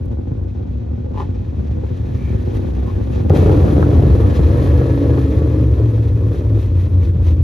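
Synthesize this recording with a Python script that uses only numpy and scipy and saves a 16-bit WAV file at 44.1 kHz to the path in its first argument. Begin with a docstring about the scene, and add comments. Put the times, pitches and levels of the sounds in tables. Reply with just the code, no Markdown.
"""Distant V8 stock cars lope and throb on a dirt oval, something rattles and brakes squeak; then a near car
bursts in with a sharp click, popping on the overrun, and its revs wind down. Uneven firing pulses excite the
resonances of the open pipes, and one cylinder raps harder. Pressure pulses make the pops, burning gas roars and
rushing gas rings the headers. Filtered noise makes the click and the tyres' hiss and crunch on clay; dense echoes
come off the banking. A phone behind the catch fence picks it up through two ports."""
import sys
import numpy as np
from scipy import signal
from scipy.fft import rfft, irfft, next_fast_len
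from scipy.io import wavfile
from scipy.ndimage import uniform_filter1d

SR = 44100
rng = np.random.default_rng(int(sys.argv[2]) if len(sys.argv) > 2 else 0)


def store_pcm(level_fs):
    """Save levels as 16-bit WAV."""
    pcm = np.round(np.clip(level_fs, -1, 1) * 32767).astype(np.int16)
    wavfile.write(sys.argv[1], SR, np.atleast_2d(pcm).T)


N = 327656
TIME = np.arange(N) / SR  # s


def undb(db):
    """Logarithmic level: decibels to amplitude gain."""
    return np.exp(np.asarray(db) * (np.log(10) / 20))


def curves(rows):
    """Linear interpolation: each column of a table joined by straight lines in time."""
    s, *columns = np.transpose(rows)
    return [np.interp(TIME, s, column) for column in columns]


def along(points, hz):
    """Logarithmic frequency scale: a spectrum's value at hz."""
    f, value = np.transpose(points)
    return np.interp(np.log(hz + 1), np.log(np.maximum(f, 0) + 1), value)


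def colour(x, points, size=16384):
    """Minimum-phase filtering: a causal response, falling 12 dB an octave above its last point."""
    hz = np.arange(size // 2 + 1) * SR / size
    roll_off = np.maximum(hz / points[-1][0], 1) ** 2
    cepstrum = irfft(np.log(undb(along(points, hz)) / roll_off))
    # folding the cepstrum onto positive time makes the response causal
    cepstrum[1:size // 2] *= 2
    cepstrum[size // 2 + 1:] = 0
    response = irfft(np.exp(rfft(cepstrum)))
    return signal.oaconvolve(x, response)[:N]


def steady(x, span_s):
    """Power normalisation: bring the running rms near 1, keeping faster flutter."""
    k = int(span_s * SR)
    power = uniform_filter1d(uniform_filter1d(x ** 2, k), k)
    return x / np.sqrt(np.abs(power) + 1e-4 * np.mean(x ** 2))


def clicks(times, sizes):
    """Impulsive excitation: one impulse at each time."""
    at = np.clip(np.asarray(times) * SR, 0, N).astype(int)
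    return np.bincount(at, sizes, N + 1)[:N]


def wander(rate_hz):
    """Slow random modulation: smoothed chance, spread near 1."""
    k = int(SR / rate_hz)
    steps = np.repeat(rng.standard_normal(N // k + 1), k)
    return 1.3 * uniform_filter1d(steps, k)[:N]


def swell(s, spread_s):
    """Gaussian envelope: a smooth rise and fall around a moment."""
    return np.exp(-.5 * ((TIME - s) / spread_s) ** 2)


def passing(s, half_s):
    """Directivity: gain of a part that turns towards the fence and away, halved half_s either side."""
    return 1 / (1 + ((TIME - s) / half_s) ** 2)


def ring(x, modes):
    """Modal resonance: second-order resonators side by side."""
    return sum(undb(db) * signal.lfilter(*signal.iirpeak(hz, hz / width, SR), x) for hz, width, db in modes)


def ring_twice(x, hz, width_hz):
    """Cascaded resonance: one mode applied twice, for steeper skirts."""
    mode = [(hz, width_hz, 0)]
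    return ring(ring(x, mode), mode)


def echoes(x, t60):
    """Diffuse reverberation: a dense, exponentially decaying tail of unit energy."""
    tail = rng.standard_normal(SR) * undb(-60 * TIME[:SR] / t60)
    return signal.fftconvolve(x, tail / np.linalg.norm(tail))[:N]


# sideways share of the echoes: frequency_hz [Hz], level_db [dB]
ECHO_SPREAD = [(60, -17.5), (110, -21.5), (200, -9), (370, -6.5), (540, 3), (800, -5), (1300, 4), (2300, 3),
               (6000, -25)]
ECHO_SHIFT_HZ = 2.7  # Doppler shift of the echoes against the direct sound


def place(x, side_db, t60):
    """Scattering and Doppler shift: direct sound in the middle, echoes of a moving car from the sides."""
    side = undb(side_db) * colour(echoes(x, t60), ECHO_SPREAD)
    analytic = signal.hilbert(side, next_fast_len(N))[:N]
    side = np.real(analytic * np.exp(2j * np.pi * ECHO_SHIFT_HZ * TIME))
    return np.array([x + side, x - side])


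# bank of each successive firing: facing [1 facing bank, 0 other bank]
FIRING_BANK = np.array([1, 0, 1, 1, 0, 1, 0, 0])


def v8(cycles, scatter_db, other_bank, lag_s, jitter_s, gas, puff_s):
    """Pulse-train excitation: eight firings a cycle; the banks' uneven order and the late far bank give the lope."""
    slot = np.floor(cycles * len(FIRING_BANK)).astype(int)
    at = np.flatnonzero(np.diff(slot)) + 1
    facing = FIRING_BANK[slot[at] % len(FIRING_BANK)]
    strength, lateness = rng.standard_normal((len(at), 2)).T
    size = np.where(facing, 1, other_bank) * undb(scatter_db[at] * np.clip(strength, -2, 2))
    firing_s = at / SR + lag_s * (1 - facing) + jitter_s * lateness
    pulses = clicks(firing_s, size)
    # gas rushes out after each firing
    puff = signal.lfilter([1], [1, -np.exp(-1 / (puff_s * SR))], pulses)
    rush = puff * rng.standard_normal(N) * np.sqrt(2 / (puff_s * SR))
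    return pulses - pulses.mean(), gas * rush, puff / puff.mean()


# distant cars' exhaust: start_s [s], boom_db [dB], bark_db [dB before the bark's trim]
FAR_LEVELS = [(0, -21.5, -36), (1.4, -20.5, -37), (2.4, -18.5, -33.5), (3.25, -17.5, -30),
              (4.2, -13, -30.5), (5.5, -24, -39.5), (7.4, -23.5, -41.5)]
# distant engines: first_cycle_hz [four-stroke cycles/s], last_cycle_hz [cycles/s], level_db [relative dB]
FAR_ENGINES = [(16.2, 18.6, -5.5), (12.6, 14.8, -6.5)]
# pipe boom and exhaust bark heard far off: frequency_hz [Hz], level_db [relative dB]
FAR_BOOM_SPECTRUM = [(25, -33.5), (42, -21.5), (60, -0.5), (76, 2), (88, 2), (108, -1.5), (135, -12),
                     (180, -17.5), (260, -26), (400, -77)]
FAR_BARK_SPECTRUM = [(120, -21), (205, 0.5), (245, 0.5), (285, 2), (310, -0.5), (360, 1), (410, -8),
                     (480, -5), (560, -11.5), (680, -18), (820, -18.5), (1300, -36), (3000, -58.5)]
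# louder throbs: start_s [s, at the peak], rise_db [dB; the bark takes a share]
FAR_SURGES = [(.12, 6), (.19, 3.5), (.275, 3.5), (.322, 3.5), (1.288, 4), (1.75, 3), (2.148, 3), (2.35, 4),
              (2.56, 3.5), (2.78, 3.5), (2.97, 4)]
SURGE_SPREAD_S = 0.01
THROB_RATE_HZ, THROB_DB, THROB_BARK_SHARE = 22, 2, 0.83  # uneven surging


def far_cars():
    """Beating: cars hunting at a fast idle beat together and throb, blurred by echoes off the banking."""
    boom_db, bark_db = curves(FAR_LEVELS)
    exhaust = 0
    for start_hz, end_hz, db in FAR_ENGINES:
        hunting = 1 + .06 * wander(4) + .05 * wander(11)
        cycle_hz = np.linspace(start_hz, end_hz, N) * hunting
        cycles = np.cumsum(cycle_hz) / SR + rng.random()
        pulses, rush, _ = v8(cycles, np.full(N, 3.5), other_bank=.45, lag_s=.0036,
                             jitter_s=.0005, gas=.25, puff_s=.007)
        exhaust = exhaust + undb(db) * (pulses + rush)
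    exhaust = exhaust + undb(-12) * echoes(exhaust, t60=.4)
    throb_db = THROB_DB * np.tanh(wander(THROB_RATE_HZ))
    throb_db = throb_db + sum(db * swell(s, SURGE_SPREAD_S) for s, db in FAR_SURGES)
    boom = steady(colour(exhaust, FAR_BOOM_SPECTRUM), 0.08) * undb(boom_db + throb_db)
    bark_db = bark_db + 1.5 + THROB_BARK_SHARE * throb_db + 1.4 * wander(9)
    bark = steady(colour(exhaust, FAR_BARK_SPECTRUM), 0.085) * undb(bark_db)
    return place(boom + bark, side_db=1.5, t60=0.078)


# rolling tyres: start_s [s], hiss_db [dB], grit_db [dB before the grit's trim]
ROLLING = [(0, -58, -82), (1, -56, -86), (1.6, -52.5, -78.5), (2.25, -48.5, -69.5), (2.95, -49, -70.5),
           (3.28, -49.5, -70.5), (3.42, -39, -57.5), (3.95, -43.5, -62.5), (4.65, -42.5, -60),
           (5.6, -46.5, -65.5), (6.3, -51, -68), (7.4, -53, -71.5)]
# brief bursts of noise: start_s [s, at the peak], spread_s [s], hiss_db [dB], grit_db [dB before trim]
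NOISE_BURSTS = list([(.058, 0.0024, -83, -61), (.122, 0.012, -54.5, -83), (.73, 0.016, -59.5, -79),
                     (1.205, 0.033, -45, -71.5), (2.56, 0.02, -46, -64), (3.17, 0.04, -44, -68),
                     (3.298, 0.0012, -33, -49), (3.367, 0.021, -36, -54), (4.36, 0.021, -38.5, -64),
                     (4.64, .03, -43, -59)])
ENTRY_CLICK = NOISE_BURSTS[6]  # a sharp broadband click as the near car's sound cuts in
TYRE_SCUFFS = NOISE_BURSTS[:6] + NOISE_BURSTS[7:]  # tyres scuff the clay
# a tyre rubs about once a turn: start_s [s, at the peak], hiss_db [dB]
TYRE_SCRUBS = [(6.08, -49.5), (6.358, -46), (6.627, -45.5), (6.815, -45.5), (7.05, -46.5), (7.275, -44.5)]
SCRUB_SPREAD_S, SCRUB_GRIT_DB = 0.04, -20  # grit against hiss


def noise_gains():
    """Addition of powers: gains of hiss and grit from steady rolling, scuffs, scrubs and the entry click."""
    scrubs = [(s, SCRUB_SPREAD_S, db, db + SCRUB_GRIT_DB) for s, db in TYRE_SCRUBS]
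    power = undb(curves(ROLLING)) ** 2
    for s, spread_s, hiss_db, grit_db in TYRE_SCUFFS + scrubs + [ENTRY_CLICK]:
        power = power + np.outer(undb([hiss_db, grit_db]), swell(s, spread_s)) ** 2
    return np.sqrt(power) * undb(.7 * wander(20))


# rolling hiss and crunching clay: frequency_hz [Hz], level_db [relative dB]
HISS_SPECTRUM = [(500, -2), (1100, 2.5), (1320, 6), (1550, 3.5), (1800, 0.5), (2250, -2), (2550, 0.5),
                 (2850, -5), (3250, -3), (4050, -6), (4800, -11.5), (7000, -12.5), (10000, -30.5),
                 (15000, -40)]
GRIT_SPECTRUM = [(2000, -18.5), (4500, -1.5), (7500, -1.5), (10000, 3.5), (14500, -4)]
CRUMBS_PER_S = 5000


def tyres_and_click(puff):
    """Broadband noise: tyre hiss roughened by the near exhaust, crumbs of clay, and a click from the same noise."""
    hiss_gain, grit_gain = noise_gains()
    layers = []
    for _ in range(2):
        rough = (1 + 0.34 * (puff - 1)) * undb(1.4 * wander(90))
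        hiss = steady(colour(rng.standard_normal(N) * rough, HISS_SPECTRUM), 0.26)
        crumb_size = undb(2.0 * np.minimum(rng.exponential(size=N), 6)) * rng.standard_normal(N)
        crumbs = (rng.random(N) < CRUMBS_PER_S / SR) * crumb_size
        grit = steady(colour(crumbs, GRIT_SPECTRUM), .1) * undb(5)
        layers.append(hiss * hiss_gain + grit * grit_gain)
    # a little different at each port
    mid, side = layers[0], undb(-11.0) * layers[1]
    return np.array([mid + side, mid - side])


# knocks of the rattle: start_s [s], level_db [relative dB]
RATTLE_KNOCKS = [(1.144, -14), (1.161, -11), (1.175, -2.5), (1.182, -4.5), (1.188, -9), (1.199, 0),
                 (1.204, 2), (1.217, -8), (1.224, -8.5)]
# what the rattle rings with: pitch_hz [Hz], width_hz [Hz], level_db [relative dB]
RATTLE_MODES = [(412, 50, -2), (900, 50, 5), (1020, 130, 4), (1150, 130, 4), (1730, 60, 2), (1900, 60, 3),
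                (2510, 120, -4), (2840, 60, -7), (3820, 500, -18)]


def rattle():
    """Impact excitation of modes: something loose knocks in a quick, uneven run."""
    s, db = np.transpose(RATTLE_KNOCKS)
    # a soft contact gives the blows little treble: Hz, dB
    soft_contact = [(400, 0.5), (650, -3.5), (900, -3.5), (1200, -12.5),
                    (2000, -17.0), (4200, -24.5), (5200, -35.0), (9000, -29)]
    blows = colour(clicks(s, undb(db)), soft_contact)
    sound = ring(blows + undb(-1) * echoes(blows, t60=0.12), RATTLE_MODES)
    sound = sound / np.linalg.norm(sound) * undb(6)
    return place(sound, side_db=-13.5, t60=0.11)


# brake squeaks: start_s [s, at the peak], spread_s [s], pitch_hz [Hz], level_db [dB]
BRAKE_SQUEAKS = [(2.253, .06, 2330, -50.5), (2.89, .02, 1056, -39), (4.234, 0.027, 1180, -38)]
SQUEAK_WIDTH = .11  # width of the disc's mode, share of its pitch


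def squeaks():
    """Friction-excited resonance: brakes catch and ring one disc mode, too briefly to settle into a tone."""
    sound = 0
    for s, spread_s, hz, db in BRAKE_SQUEAKS:
        squeak = steady(ring_twice(rng.standard_normal(N), hz, SQUEAK_WIDTH * hz), 0.018)
        sound = sound + squeak * undb(db) * swell(s, spread_s)
    return place(sound, side_db=-11.5, t60=.1)


NEAR_START_S = 3.296
OVERRUN_FADE_DB_PER_S = 8.5


def entry():
    """Onset transient: the near car's sound arrives all at once."""
    return np.clip((TIME - NEAR_START_S) / 0.0052, 0, 1)


def overrun():
    """Exponential decay: gain of the afterburning, strongest as the near car bursts in."""
    return entry() * undb(-OVERRUN_FADE_DB_PER_S * (TIME - NEAR_START_S))


# roar of burning gas: frequency_hz [Hz], level_db [relative dB]
ROAR_SPECTRUM = [(120, -11), (190, 1.5), (450, 1.5), (620, -6), (820, -8.5), (1000, -22.5), (1400, -38.5)]
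ROAR_DB, ROAR_HOLD_S, ROAR_FADE_DB_PER_S = -23.5, .25, 20.5


def roar():
    """Turbulent combustion noise: gas tumbles burning from the open pipe, a dense roar between the bangs."""
    tumbling = rng.standard_normal(N) * undb(3.3 * wander(110))
    gas = steady(colour(tumbling, ROAR_SPECTRUM), .05)
    fading_s = np.maximum(TIME - NEAR_START_S - ROAR_HOLD_S, 0)
    level = undb(ROAR_DB - ROAR_FADE_DB_PER_S * fading_s)
    return place(gas * entry() * level, side_db=2, t60=0.077)


# exhaust pops: start_s [s], thud_db [dB, the table's maximum sets the layer's peak], edge_db [relative dB]
EXHAUST_POPS = [(3.208, -18.5, -42), (3.304, -1.5, -34), (3.336, -6, -43), (3.362, -6.5, -34.5),
                (3.415, -13.5, -42.5), (3.461, -5, -35.5), (3.496, -5, -30), (3.575, -11.5, -38),
                (3.646, -11, -36.5), (3.681, -7.5, -30), (3.723, -10.5, -47.5), (3.767, -8.5, -37),
                (3.781, -5, -38), (3.796, -4.5, -38.5), (3.827, -9.5, -21.5), (3.868, -9.5, -47),
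                (3.93, -11.5, -36.5), (3.996, -6.5, -46), (4.036, -7, -41), (4.393, -7, -48),
                (4.5, -15, -38), (4.663, -11.5, -39.5), (4.814, -8.5, -34), (4.864, -14, -43),
                (5.172, -13.5, -42), (5.182, -14.5, -32), (5.421, -11.5, -49), (5.98, -16, -44),
                (6.345, -16.5, -44.5), (6.574, -17, -45), (7.161, -22, -53)]
# a pop in the pipe, and its sharp edge: frequency_hz [Hz], level_db [relative dB]
POP_SPECTRUM = [(60, -12), (150, 19), (280, 1), (425, 11), (500, 1.5), (600, -2.5), (780, -7.5),
                (1100, -22), (1400, -21.5), (2500, -39.5), (8000, -57.5)]
POP_EDGE_SPECTRUM = [(400, -35), (800, -0.5), (1200, 0), (1550, 1), (2000, -34.5), (5000, -46)]


def pops():
    """Impulse response of a pipe: unburnt fuel goes off in hard pressure pulses, some with a sharp edge."""
    s, db, edge_db = np.transpose(EXHAUST_POPS)
    thud = colour(clicks(s, undb(db)), POP_SPECTRUM)
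    edge = colour(clicks(s, undb(edge_db)), POP_EDGE_SPECTRUM)
    thud = thud / np.abs(thud).max() * undb(db.max())
    edge = edge / np.abs(edge).max() * undb(-11)
    return place(thud + edge, side_db=-8.5, t60=0.098)


HARD_FIRING_S = 5.057  # one firing of the hard cylinder


def cycles_of(cycle_hz):
    """Phase as the integral of frequency: near engine cycles, counted from a firing of its hard cylinder."""
    cycles = np.cumsum(cycle_hz) / SR
    return cycles - np.interp(HARD_FIRING_S, TIME, cycles)


# gusts of exhaust on the overrun: frequency_hz [Hz], level_db [relative dB]
GUST_SPECTRUM = [(15, -24.5), (40, -2.5), (60, 2), (110, -19.5)]
CRACKLE_DB, GUST_DB = -19, -25  # as the near car bursts in


def crackle(cycle_hz):
    """Irregular pulse excitation: off the throttle, charges burn late in the pipe and push out gusts of gas."""
    burns, rush, _ = v8(cycles_of(cycle_hz), np.full(N, 3.0), other_bank=.35, lag_s=.003,
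                        jitter_s=.0012, gas=.3, puff_s=.005)
    gusts = steady(colour(burns + rush, GUST_SPECTRUM), 0.22) * undb(GUST_DB)
    crackling = steady(colour(burns + rush, POP_SPECTRUM), 0.11) * undb(CRACKLE_DB)
    return (crackling + gusts) * overrun()


# the hard cylinder's rap in the pipe: frequency_hz [Hz], level_db [relative dB]
RAP_SPECTRUM = [(100, -23.5), (200, -6), (350, -6), (460, 6), (560, -1), (700, -14), (1150, -18),
                (1500, -30.5), (2500, -36)]
RAP_DB, RAP_LOUDEST_S, RAP_SPREAD_S = -7, 4.97, 0.33  # level against the bark, before its swell


def hard_cylinder(cycle_hz):
    """Subharmonic accent: one cylinder fires harder than the rest and raps the pipe once a cycle."""
    s = TIME[np.flatnonzero(np.diff(np.floor(cycles_of(cycle_hz))))]
    raps = colour(clicks(s, undb(2.0 * rng.standard_normal(len(s)))), RAP_SPECTRUM)
    return raps / raps.std() * undb(RAP_DB) * (0.18 + swell(RAP_LOUDEST_S, RAP_SPREAD_S))


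# headers turning to the fence: start_s [s, at the peak], half_s [s], rasp_db [dB],
# pitch_hz [Hz, collector], collector_db [dB]
HEADER_PASSES = [(2.3, 0.35, -53, 376, -37.5), (4.65, 0.6, -41, 447, -35.5)]
# what the headers ring with: pitch_hz [Hz], width_hz [Hz, before widening], level_db [relative dB]
HEADER_MODES = [(951, 45, 4), (1140, 80, 5), (1280, 60, 5.5), (1682, 38, 6), (1840, 80, 0), (2100, 90, -7),
                (2550, 150, -11), (3230, 110, -11), (3550, 220, -15), (4020, 400, -13)]
RASP_BURST_DB = -47  # as the near car bursts in
# where the headers join: width as a share of its pitch; it faces the fence after them
COLLECTOR_WIDTH, COLLECTOR_LATER_S = .2, .08
RAP_PUFF_DB, RAP_PUFF_CYCLES = 5, 0.27  # hard cylinder's puff: strength against the steady flow, decay


def rasp(puff):
    """Flow-excited modes: gas rings thin headers and collectors, most after the hard cylinder fires."""
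    since_hard_firing = cycles_of(curves(NEAR_REVS)[0]) % 1
    hard_puff = np.exp(-since_hard_firing / RAP_PUFF_CYCLES) * swell(RAP_LOUDEST_S, RAP_SPREAD_S)
    gas = rng.standard_normal(N) * (1 + 0.5 * (puff - 1) + undb(RAP_PUFF_DB) * hard_puff)
    power = (undb(RASP_BURST_DB) * overrun()) ** 2
    collectors = 0
    for s, half_s, db, drone_hz, drone_db in HEADER_PASSES:
        power = power + (undb(db) * passing(s, half_s)) ** 2
        drone = steady(ring_twice(gas, drone_hz, COLLECTOR_WIDTH * drone_hz), 0.14)
        collectors = collectors + drone * undb(drone_db) * passing(s + COLLECTOR_LATER_S, half_s)
    headers = sum(undb(db) * ring_twice(gas, hz, 1.5 * width) for hz, width, db in HEADER_MODES)
    sound = steady(headers, 0.18) * np.sqrt(power) + collectors
    return place(sound * undb(1.0 * wander(18)), side_db=-13.5, t60=0.039)


# near engine speed: start_s [s], cycle_hz [four-stroke cycles/s]
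NEAR_REVS = [(3.3, 27.2), (3.6, 26.8), (4.1, 26.7), (4.3, 26.9), (4.45, 25.7), (4.75, 25.6), (4.95, 25.0),
             (5.15, 25.3), (5.33, 24.2), (5.52, 24.2), (5.66, 23.2), (5.92, 22.0), (6.1, 22.2),
             (6.25, 21.4), (6.45, 21.7), (6.58, 20.4), (6.72, 17.9), (7.05, 18.0), (7.25, 16.8),
             (7.43, 16.5)]
# near exhaust: start_s [s], boom_db [dB before trim], bark_db [dB before trim]
NEAR_LEVELS = [(3.3, -8, -20), (3.6, -7, -19), (3.85, -10.5, -20.5), (4.17, -6, -21), (4.95, -16, -24),
               (5.6, -9, -25), (6.0, -12, -27), (6.55, -12.5, -27.5), (6.7, -15, -31.5),
               (6.78, -11.5, -30.5), (7.4, -10.5, -32)]
# scatter of firing strength: start_s [s], scatter_db [dB]
NEAR_MISFIRE = [(3.3, 1.5), (4.4, 5), (4.75, 1), (5.3, 0), (5.8, 3), (7.4, 4.5)]
# near pipe boom and exhaust bark: frequency_hz [Hz], level_db [relative dB]
NEAR_BOOM_SPECTRUM = [(25, -40), (47, -23.5), (64, 1), (85, 3.5), (108, 2), (135, -11), (175, -14.5),
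                      (240, -28), (400, -60)]
NEAR_BARK_SPECTRUM = [(120, -34), (205, -17.5), (245, -4.5), (280, 2.5), (335, 1), (400, -6), (480, -5),
                      (600, -12), (750, -26.5), (1100, -23.5), (1600, -36.5), (2500, -51)]
# humming harmonics: start_s [s], third_db [dB], fifth_db [dB]
HUM_LEVELS = [(3.3, -31, -21.5), (3.8, -27, -24), (3.95, -15.5, -19.5), (4.3, -18, -25), (4.75, -20.5, -18),
              (5.1, -18.5, -19.5), (5.6, -17, -22), (6.1, -20, -17.5), (6.55, -20.5, -17),
              (6.7, -26.5, -20.5), (6.9, -40, -16.5), (7.4, -43.5, -17.5)]
# upper harmonics that sing as they cross the pipe's modes: multiple [of cycle_hz], level_db [dB against bark]
SINGING_HARMONICS = [(7, 0.5), (8, -1), (11, -0.5), (13, -2.5), (18, -4.5), (19, -5), (22, -4.5)]
HUM_WAVER_RAD, HUM_FLUTTER_DB = .28, 2.2


def near_car():
    """Source and resonator: the pipe's lowest mode booms, upper modes bark; regular firing hums."""
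    boom_db, bark_db = curves(NEAR_LEVELS)
    cycle_hz, scatter_db = curves(NEAR_REVS)[0], curves(NEAR_MISFIRE)[0]
    cycles = cycles_of(cycle_hz * (1 + .011 * wander(14)))
    pulses, rush, puff = v8(cycles, scatter_db, other_bank=0.58, lag_s=0.002826,
                            jitter_s=0.00042, gas=0.6, puff_s=0.011)
    boom = steady(colour(pulses + 1.3 * rush, NEAR_BOOM_SPECTRUM), .09) * undb(boom_db - 4.6)
    bark = steady(colour(pulses + rush, NEAR_BARK_SPECTRUM), 0.14) * undb(1.4 * wander(15))
    bark = (bark + hard_cylinder(cycle_hz)) * undb(bark_db - 0.5)

    phase = 2 * np.pi * np.cumsum(cycle_hz * (1 + .007 * wander(16))) / SR
    third_db, fifth_db = curves(HUM_LEVELS)
    # upper harmonics only stand out while the engine fires evenly, once the afterburning has eased
    uneven_db = 1.78 * (scatter_db - scatter_db.min()) + 14 * overrun() ** 2
    harmonics = [(3, third_db), (5, fifth_db)]
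    for k, db in SINGING_HARMONICS:
        mode_db = along(NEAR_BARK_SPECTRUM, k * cycle_hz)
        harmonics.append((k, bark_db + db + mode_db - uneven_db))
    hum = 0
    for k, db in harmonics:
        tone = np.sqrt(2) * np.sin(round(k) * phase + HUM_WAVER_RAD * wander(25))
        hum = hum + tone * undb(db + HUM_FLUTTER_DB * wander(22))
    car = place(entry() * (boom + bark + hum + crackle(cycle_hz)), side_db=-7.0, t60=0.042)
    return car, 1 + entry() * (puff - 1)


def scene():
    """Superposition: all the sources add at the fence."""
    car, puff = near_car()
    background = far_cars() + tyres_and_click(puff) + rattle() + squeaks()
    return background + roar() + pops() + rasp(puff) + car


# phase between the two microphone ports: frequency_hz [Hz], left_lead_rad [rad]
PORT_LEAD = [(0, 0), (860, -0.1), (1550, 3.4), (1810, 6.3), (2760, 7.1), (3790, 6.7), (4820, 7.0),
             (5680, 5.3), (6290, 5.6), (7670, 3.3), (8960, 3.1), (10600, 0.3), (13000, -0.2), (14500, -3.1)]
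# level between the ports: frequency_hz [Hz], left_minus_right_db [dB]
PORT_LEVEL = [(60, 0.5), (110, 1.0), (200, 1.0), (370, 0.5), (680, 3.0), (1250, 0.5), (2300, 2.5),
              (4230, 3.0), (7770, 0.5), (14300, 0.0)]
TOP_HZ = 14700


def record(dry):
    """Interchannel difference and saturation: ports differ in phase and level, peaks round, the top is cut."""
    hz = np.arange(N + 1) * SR / (2 * N)
    # each port takes half of the difference
    port = undb(along(PORT_LEVEL, hz) / 2) * np.exp(.5j * along(PORT_LEAD, hz))
    mirrored = np.hstack([dry, dry[:, ::-1]])  # no jump where the transform wraps round
    heard = irfft(rfft(mirrored) * np.array([port, 1 / port]))[:, :N]
    rounded = heard / (1 + (heard / .97) ** 6) ** (1 / 6)
    low_pass = signal.ellip(8, .2, 70, TOP_HZ, fs=SR, output="sos")
    return signal.sosfilt(low_pass, rounded)


dry = scene()
out = record(dry)
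store_pcm(out)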